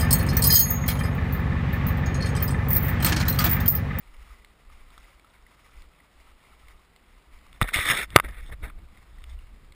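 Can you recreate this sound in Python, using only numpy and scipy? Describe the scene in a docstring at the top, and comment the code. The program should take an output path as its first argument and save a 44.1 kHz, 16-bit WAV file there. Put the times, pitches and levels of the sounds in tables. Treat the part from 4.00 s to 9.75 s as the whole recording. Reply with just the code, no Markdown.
"""A shallow, calm lake where a dog wades some way off, heard from inside the closed plastic case of a small camera.
Many small ringing bubbles and a wash of noise make the faint slosh; short rings and ticks make drips and creaks.
Low noise is the rumble of air and grip; then a hand knocks the case, rubs along it and snaps against it,
and each touch sets the case ringing at its own pitches. Hiss lies under everything.
The recorder samples slowly and holds each value, so the sound is mirrored into the treble."""
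import sys
import numpy as np
from scipy import signal
from scipy.fft import rfft, irfft, next_fast_len
from scipy.io import wavfile

SR = 44100
rng = np.random.default_rng(int(sys.argv[2]) if len(sys.argv) > 2 else 0)


def put_to_file(sound):
    """Save the sound as 16-bit audio at rate SR, in the file named by the first command-line argument."""
    columns = np.atleast_2d(sound).T  # one column per channel
    safe = np.clip(columns, -1, 1)
    whole_steps = np.round(safe * 32767)
    wavfile.write(sys.argv[1], SR, whole_steps.astype(np.int16))


N = 253561


def from_db(db):
    """Turns a level in dB into a gain."""
    return 10 ** (np.asarray(db) / 20)


def rms_one(x):
    """Scales a signal to unit power."""
    return x / np.sqrt(np.mean(x ** 2) + 1e-20)


def in_time(rows):
    """Draws straight lines between the rows of a (time, values...) table: one value per sample for each column."""
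    times, *columns = np.transpose(rows)
    return [np.interp(np.arange(N) / SR, times, column) for column in columns]


def coloured(x, spectrum):
    """Filters a sound by a spectrum given in relative dB per Hz, then scales it to unit power."""
    size = next_fast_len(N)
    hz = np.maximum(np.arange(size // 2 + 1) * SR / size, 1)
    points = np.array(spectrum)
    shape_db = np.interp(np.log(hz), np.log(points[:, 0]), points[:, 1], left=-90, right=-90)
    filtered = irfft(rfft(x, size) * from_db(shape_db), size)
    return rms_one(filtered[:N])


def drift(rate_hz):
    """Random wandering with spread 1: noise smoothed twice, faster for a higher rate."""
    r = np.exp(-2 * np.pi * rate_hz / SR)
    noise = rng.standard_normal(N + SR)
    settled = signal.lfilter([1], [1, -2 * r, r * r], noise)[SR:]
    return rms_one(settled)


def ring(clicks, hz, width_hz):
    """A resonance: a unit click starts a dying sine of height 1, which dies faster for a larger width."""
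    r = np.exp(-np.pi * width_hz / SR)
    w = 2 * np.pi * hz / SR
    return signal.lfilter([0, np.sin(w)], [1, -2 * r * np.cos(w), r * r], clicks + 1e-18)


def grains(per_s, spread_db):
    """Clicks at random moments, of uneven size and either sign, scaled to unit power."""
    sizes = from_db(spread_db * np.minimum(rng.exponential(1, N), 4))
    signs = rng.choice([-1, 1], N)
    happens = rng.random(N) < per_s / SR
    return rms_one(sizes * signs * happens)


def swells(start, end, rise_db_per_s, fall_db_per_s):
    """For each event: progress 0-1 from start to end, and the dB lost before the start and after the end."""
    t, start, end = np.arange(N) / SR, start[:, None], end[:, None]
    progress = np.clip((t - start) / np.maximum(end - start, 1e-3), 0, 1)
    lost_db = rise_db_per_s * np.maximum(start - t, 0) + fall_db_per_s * np.maximum(t - end, 0)
    return progress, lost_db


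# strides through the water: (start [s], crest [s], slosh level at the crest before the treble lift [dB])
STRIDES = [(-0.2, 0.335, -60), (0.7, 1.054, -59), (1.305, 1.8, -61.5), (1.983, 2.293, -63.5),
           (2.414, 2.69, -61.5), (2.9, 3.165, -65.5), (3.313, 3.546, -61.5), (4.9, 5.0, -64),
           (5.162, 5.4, -62.5)]
# tone of the sloshing water: (frequency [Hz], relative level [dB per Hz])
SLOSH_SPECTRUM = [(290, -39.5), (500, -16), (864, -8), (1240, -1.5), (1480, -9), (1670, -11), (2020, -3),
                  (2310, -6), (2530, -11), (2860, -9.5), (3210, -14), (3590, -12), (4420, -19), (5210, -13),
                  (5900, -16.5), (7670, -52), (13000, -120)]
STRIDE_SWELL_DB, LAPPING_DB = 3.0, -67.5   # growth from start to crest; lowest level between strides
STRIDE_RISE_DB_PER_S, STRIDE_FALL_DB_PER_S = 300, 62
BRIGHT_START_DB, BRIGHT_CREST_DB = 0.5, 2.5   # spray brightens each stride as the leg is drawn through


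def wading():
    """Many small bubbles ring a few cycles each, in clumps, over a wash of spray."""
    start, crest, crest_db = np.transpose(STRIDES)
    progress, lost_db = swells(start, crest, STRIDE_RISE_DB_PER_S, STRIDE_FALL_DB_PER_S)
    levels_db = crest_db[:, None] - STRIDE_SWELL_DB * (1 - progress) - lost_db
    slosh_db = np.maximum(levels_db.max(axis=0), LAPPING_DB)
    leading_progress = progress[levels_db.argmax(axis=0), np.arange(N)]   # of the loudest stride
    bright_db = BRIGHT_START_DB + (BRIGHT_CREST_DB - BRIGHT_START_DB) * leading_progress

    born = grains(1500 * from_db(6.2 * drift(6.2)), spread_db=3.0)   # the changing rate makes the clumps
    dealt = rng.integers(0, 20, N)   # which of the 20 pitches a bubble gets
    bubbles = np.zeros(N)
    for k, hz in enumerate(np.geomspace(500, 5500, 20)):
        clicks = born * (dealt == k) * from_db(3.0 * drift(3.3))
        bubbles += ring(clicks, hz, width_hz=hz / 17.0)
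    bubbles = rms_one(np.diff(bubbles, prepend=0))
    wash = rng.standard_normal(N) * from_db(2.8 * drift(20))
    water = coloured(bubbles * from_db(-8.5) + wash, SLOSH_SPECTRUM)
    treble = signal.sosfilt(signal.butter(1, 2500, "high", fs=SR, output="sos"), water)
    return from_db(slosh_db) * (water + (from_db(bright_db) - 1) * treble)


# air pressing on the case: (time [s], level before gusts and low-pass [dB])
AIR = [(0.0, -53.5), (0.2, -46), (0.59, -64), (0.65, -52), (1.05, -49.5), (1.26, -70), (1.38, -49.5),
       (1.61, -62.5), (1.78, -42), (2.07, -67), (2.15, -52), (2.46, -61.5), (2.7, -53), (2.97, -64.5),
       (3.35, -51), (3.58, -54.5), (4.22, -38.5), (4.53, -37.5), (4.59, -45), (4.64, -33.5), (4.7, -41.5),
       (5.07, -50), (5.3, -37.5), (5.75, -53.5)]
# tone of the air before its low-pass: (frequency [Hz], relative level [dB per Hz])
AIR_SPECTRUM = [(7.1, -21), (12, -5), (32, -1.5), (49, -6.5), (63, -2.5), (68, -16), (80, -27.5),
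                (110, -0.5), (140, -60), (240, -120)]
GUST_DB, GUSTS_PER_S = 3, 5.5   # spread and rate of the gusts


def air_rumble():
    """Lumpy air pressure on the case: deep noise whose level follows the table and wanders in gusts."""
    level_db = in_time(AIR)[0] + GUST_DB * drift(GUSTS_PER_S)
    deep = coloured(rng.standard_normal(N), AIR_SPECTRUM) * from_db(level_db)
    # keeps the rumble deep: takes away what the quick level changes spread upward
    return signal.sosfilt(signal.butter(6, 68, fs=SR, output="sos"), deep)


# tone of the hiss: (frequency [Hz], relative level [dB per Hz])
HISS_SPECTRUM = [(47, 6), (80, -9.5), (130, -10), (758, -17), (1260, -17.5), (1620, -20.5), (2000, -20.5),
                 (5200, -28), (5900, -36.5), (7670, -71.5), (13000, -120)]
HISS_DB = -61.5


def hiss():
    """Steady noise with a fixed tone."""
    return from_db(HISS_DB) * coloured(rng.standard_normal(N), HISS_SPECTRUM)


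# single drips and plops; from 4.97 s, small creaks and ticks of the case:
# (time [s], ringing level before its fade [dB], starting pitch [Hz],
# tick level before its fade, resonance and 6 dB lift [dB])
DRIPS_AND_CREAKS = [(0.165, -54, 2000, -59), (0.305, -47, 1240, -65), (0.4464, -37, 2070, -51.5),
                    (0.6994, -45.5, 1210, -77), (0.903, -48, 1240, -56), (0.978, -37.5, 1260, -51),
                    (1.1958, -45, 2240, -59), (1.245, -45, 1270, -64), (1.3513, -48, 2130, -78),
                    (1.4651, -45, 1950, -73), (1.7729, -51, 2370, -77), (1.82, -52, 2260, -53.5),
                    (2.0023, -44, 1970, -76), (2.2003, -46, 2060, -62), (2.2703, -54, 1290, -77),
                    (2.4473, -50.5, 2080, -77), (2.5297, -49, 1240, -67), (2.633, -48, 1250, -71),
                    (2.683, -39.5, 2080, -56), (2.9615, -45.5, 2020, -56), (3.3874, -58, 1100, -60),
                    (3.465, -47, 1190, -62), (4.9726, -45, 2034, -60.5), (5.1847, -44.5, 1930, -64),
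                    (5.2044, -53.5, 1050, -66), (5.3244, -48, 2070, -71.5), (5.3892, -43.5, 2780, -69),
                    (5.4694, -50.5, 2140, -66), (5.6447, -55.5, 1240, -62.5), (5.7218, -42.5, 2100, -53.5)]
FAINT_DRIP_DB, FAINT_TICK_DB, FAINT_DRIP_HZ = -55.5, -66, (900, 2320)   # 14 more drips fall at random
# cycles until the ringing has died to about a third; fewer for each dB of tick above the faint tick
RING_CYCLES, TICK_SHORTENS = 6.4, 0.21


def drips_and_creaks():
    """A tick and a short ringing that rises in pitch: a drip and its bubble, or a small creak of the case."""
    out, t = np.zeros(N + 2000), np.arange(2000) / SR
    low, high = FAINT_DRIP_HZ
    faint = []
    for when, pitch in rng.random(size=(14, 2)):
        faint.append((when * N / SR, FAINT_DRIP_DB, low * (high / low) ** pitch, FAINT_TICK_DB))
    for s, ringing_db, hz, tick_db in DRIPS_AND_CREAKS + faint:
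        cycles = max(RING_CYCLES - TICK_SHORTENS * max(tick_db - FAINT_TICK_DB, 0), 2)
        fade = np.exp(-t * hz / cycles) * (1 - np.exp(-t / 0.00069))
        ringing = np.sin(2 * np.pi * hz * (t + 2.7 * t ** 2)) * fade
        burst = rng.standard_normal(len(t)) * np.exp(-t / 0.0019) * (1 - np.exp(-t / 0.001))
        tick = ring(burst, 3670, width_hz=1280)
        out[round(s * SR):][:len(t)] += from_db(ringing_db) * ringing + from_db(tick_db + 6.0) * tick
    return out[:N]


# the grip shifting: (time [s], rumble level [dB])
GRIP = [(3.5, -58.5), (3.9, -44.5), (4.105, -50), (4.15, -40.5), (4.245, -40.5), (4.3, -50), (4.45, -54),
        (4.518, -46.5), (4.65, -42), (4.8, -50.5), (4.928, -55), (5.438, -57.5), (5.638, -54.5)]
# tone of the grip: (frequency [Hz], relative level [dB per Hz])
GRIP_SPECTRUM = [(35, -46), (60, -3.5), (226, -19.5), (273, -28), (303, -21.5), (400, -32), (520, -42),
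                 (880, -120)]
GRIP_RISE_DB_PER_S, GRIP_FALL_DB_PER_S, GRIP_HELD_DB = 200, 153, -61


def grip_rumble():
    """Uneven noise, higher than the air's, that swells and fades around each shift of the grip."""
    s, shift_db = np.transpose(GRIP)
    lost_db = swells(s, s, GRIP_RISE_DB_PER_S, GRIP_FALL_DB_PER_S)[1]
    grip_db = (shift_db[:, None] - lost_db).max(axis=0)
    held = slice(round(s[0] * SR), N)   # from the first shift on, the hand holding the case keeps a lowest rumble level
    grip_db[held] = np.maximum(grip_db[held], GRIP_HELD_DB)
    uneven = rng.standard_normal(N) * from_db(3.0 * drift(15))
    return coloured(uneven, GRIP_SPECTRUM) * from_db(grip_db)


# ways the case rings, its modes: (pitch [Hz], width [Hz], relative level when rubbed [dB],
# relative level when knocked [dB])
CASE = [(600, 990, -26.5, 5), (1250, 150, -4, -3), (1543, 120, -6.5, -16), (1790, 330, 2.5, -5),
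        (2200, 410, 3.5, 0.5), (2800, 250, -12, -5), (3565, 240, -4.5, -4.5), (4800, 130, -27.5, -11),
        (5290, 190, -16, -8.5)]


def case(force, mode_db):
    """A force rings all modes of the case side by side, each at the level that mode_db gives it."""
    total = 0
    for k, mode in enumerate(CASE):
        hz, width_hz = mode[:2]
        total = total + (-1) ** k * ring(force * from_db(mode_db(mode)), hz, width_hz)
    return total


# knocks on the case: (time [s], peak level [dB], pitch favoured by the spot struck [Hz])
KNOCKS = [(3.529, -36.5, 3580), (3.6141, -5.5, 1570), (3.6201, -10.5, 1940), (3.689, -18, 2040),
          (3.749, -11, 2800), (3.7594, -10, 3630), (3.789, -14.5, 1880), (3.899, -15, 2170),
          (4.104, -31, 3570), (4.1555, -23, 2000), (4.1601, 2.5, 600), (4.1616, 16.5, 2200),
          (4.165, -9, 1300), (4.1767, -14.5, 1440), (4.187, -13.5, 1430), (4.1988, -6.5, 1595),
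          (4.2007, -15, 1900), (4.2495, -34, 1950), (4.288, -37.5, 4800), (4.310, -44, 4800),
          (4.408, -46, 4800), (4.496, -47, 1000), (4.524, -36, 1890), (4.701, -36.5, 1250),
          (4.785, -61, 800), (5.220, -44.5, 2070), (5.240, -33, 3430), (5.297, -43, 3460)]
FALLOFF_DB = 10   # per octave away from the favoured pitch


def knocks():
    """Each knock is a short ragged contact that rings most the modes near the pitch of the spot struck."""
    out, t = np.zeros(N + 4000), np.arange(4000) / SR
    for s, peak_db, spot_hz in KNOCKS:
        ragged = 1 + 0.19 * rng.standard_normal(len(t))
        contact = np.exp(-t / 0.0001) * ragged
        rings = case(contact, lambda mode: mode[3] - FALLOFF_DB * abs(np.log2(mode[0] / spot_hz)))
        out[round(s * SR):][:len(t)] += from_db(peak_db) * rings / abs(rings).max()
    return out[:N]


# short strokes: (start [s], hold [s], rub level at the start [dB], sag over the hold [dB],
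# brightness [dB per octave], body level against the rub [dB])
STROKES = [(3.545, 0.033, -60.5, 0, 5, -5), (3.627, 0.0042, -27, 15, 6.5, -6),
           (3.643, 0.02, -32, 11, -3, -9), (3.682, 0.027, -30, 10, 1.5, -22),
           (4.077, 0.087, -61.5, -23, 2, -13), (4.245, 0.022, -36, 9.5, -2.5, -7),
           (4.284, 0.024, -43, 7.5, -0.5, -8.5), (4.321, 0.084, -48.5, -1, 0, -14.5),
           (4.42, 0.067, -56, 0.5, 7, -13), (4.495, .004, -56, -1, 8.5, 6),
           (4.521, 0.014, -45.5, 0.5, 0.5, -4), (4.636, .065, -36, 16, -0.5, -7),
           (4.78, .01, -62, -3, 2, 1), (4.975, 0.016, -61.5, 5, 4, -17), (5.297, 0.018, -63, 0, 11, -14),
           (5.4, 0.029, -64, 7, 0, -10)]
# the one long drag of the hand along the case: (time [s], rub level [dB], body level [dB])
DRAG = [(3.72, -58.5, -46), (3.74, -23, -56), (3.762, -26.5, -36), (3.8, -25.5, -41.5), (3.838, -32, -49.5),
        (3.9, -19, -35.5), (3.93, -26, -36.5), (3.976, -29, -44), (4.0, -28, -40), (4.04, -33, -50.5),
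        (4.062, -60, -62)]
STROKE_RISE_DB_PER_S, STROKE_FALL_DB_PER_S = 1300, 1499.5
DRAG_BRIGHT_DB, DRAG_NARROW_DB = 4, 2.5   # per octave
NARROW_DB, NARROW_PER_BRIGHT = 6.5, 0.51   # loss per octave away from 2000 Hz; dull strokes ring narrower
REST_FROM_S, REST_DB, REST_BODY_DB = 3.8, -73.5, -81   # the hand then lies on the case


def hand():
    """Controls of the rub: the strongest stroke leads, the drag takes over, the resting hand sets a lowest level."""
    start, hold, stroke_db, sag_db, stroke_bright_db, stroke_body_db = np.transpose(STROKES)
    progress, lost_db = swells(start, start + hold, STROKE_RISE_DB_PER_S, STROKE_FALL_DB_PER_S)
    levels_db = stroke_db[:, None] - sag_db[:, None] * progress - lost_db
    lead = levels_db.argmax(axis=0)
    rub_db = levels_db.max(axis=0)
    bright_db = stroke_bright_db[lead]
    body_db = rub_db + stroke_body_db[lead]
    narrow_db = NARROW_DB - NARROW_PER_BRIGHT * bright_db

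    drag = slice(round(DRAG[0][0] * SR), round(DRAG[-1][0] * SR))
    drag_db, drag_body_db = in_time(DRAG)
    rub_db[drag], body_db[drag] = drag_db[drag], drag_body_db[drag]
    bright_db[drag], narrow_db[drag] = DRAG_BRIGHT_DB, DRAG_NARROW_DB

    rest = slice(round(REST_FROM_S * SR), N)
    rub_db[rest] = np.maximum(rub_db[rest], REST_DB)
    body_db[rest] = np.maximum(body_db[rest], REST_BODY_DB)
    return rub_db, bright_db, body_db, narrow_db


def rub():
    """Skin sticks and slips: dense uneven clicks drive the case, a duller part passes through the wall."""
    rub_db, bright_db, body_db, narrow_db = hand()
    slips = grains(5000, spread_db=2.0) * from_db(1.1 * drift(110))
    plain_level = np.std(case(slips, lambda mode: mode[2]))
    wander_db = {mode: 2.0 * drift(29) for mode in CASE}   # the moving fingers damp one mode, then another

    def rubbed_db(mode):
        """Level of one mode: brightness tilts it, narrowing lowers it away from 2000 Hz, the fingers vary it."""
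        octaves = np.log2(mode[0] / 2000)
        return mode[2] + bright_db * octaves - narrow_db * abs(octaves) + wander_db[mode]

    rubbed = case(slips * from_db(rub_db) / plain_level, rubbed_db)
    dull_band = signal.butter(2, [90, 900], "band", fs=SR, output="sos")
    body = signal.sosfilt(dull_band, grains(3300, spread_db=4.0))
    return rubbed + from_db(body_db) * rms_one(body)


# thumps, where the wall flexes or the whole case rocks:
# (time [s], height before the fade, its sign the direction [1 = full scale], pitch [Hz], time to fall 60 dB [s])
THUMPS = [(3.614, 0.17, 39.7, 0.18), (3.6165, 0.091, 85, 0.0057), (3.621, -0.45, 118, 0.025),
          (3.7613, -0.14, 58, 0.037), (3.788, -0.13, 71, 0.045), (3.9, 0.068, 137, 0.044),
          (4.1593, 0.17, 371, 0.029), (4.1602, -1.42, 101, 0.026), (4.244, 0.062, 45, 0.093),
          (4.494, .02, 109, .03), (4.525, .025, 91, 0.031), (4.635, 0.049, 61.7, 0.088),
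          (4.786, .008, 120.4, 0.031)]


def thumps():
    """Each thump is one low sine that swings and dies away."""
    out, t = np.zeros(N + SR), np.arange(SR // 2) / SR
    for s, height, hz, t60 in THUMPS:
        fade = np.exp(-np.log(1000) * t / t60)
        out[round(s * SR):][:len(t)] += height * np.sin(2 * np.pi * hz * t) * fade
    return out[:N]


def scene():
    """All sources added together at one microphone, over the hiss."""
    background = wading() + air_rumble() + hiss() + drips_and_creaks()
    touch = grip_rumble() + knocks() + rub() + thumps()
    return (background + touch)[None]


OVERLOAD = 0.84   # samples are clipped at this height [1 = full scale]
CUTOFF_HZ = 15750


def record(dry):
    """Samples 12000 times a second, clips, holds each value for four steps of 48000 a second, cuts the top."""
    smooth = signal.sosfilt(signal.butter(4, 5500, fs=SR, output="sos"), dry[0])
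    slow = signal.resample_poly(smooth, 40, 147)   # 44100 to 12000 a second
    slow = np.clip(slow, -OVERLOAD, OVERLOAD)
    held = np.repeat(slow, 4)   # the steps mirror the sound into the treble
    held = signal.resample_poly(held, 147, 160)[:N]   # 48000 to 44100 a second
    held = np.pad(held, (0, N - len(held)))
    top_cut = signal.cheby2(18, 65, CUTOFF_HZ, fs=SR, output="sos")
    return np.clip(signal.sosfilt(top_cut, held), -1, 1)[None]


dry = scene()
out = record(dry)
put_to_file(out)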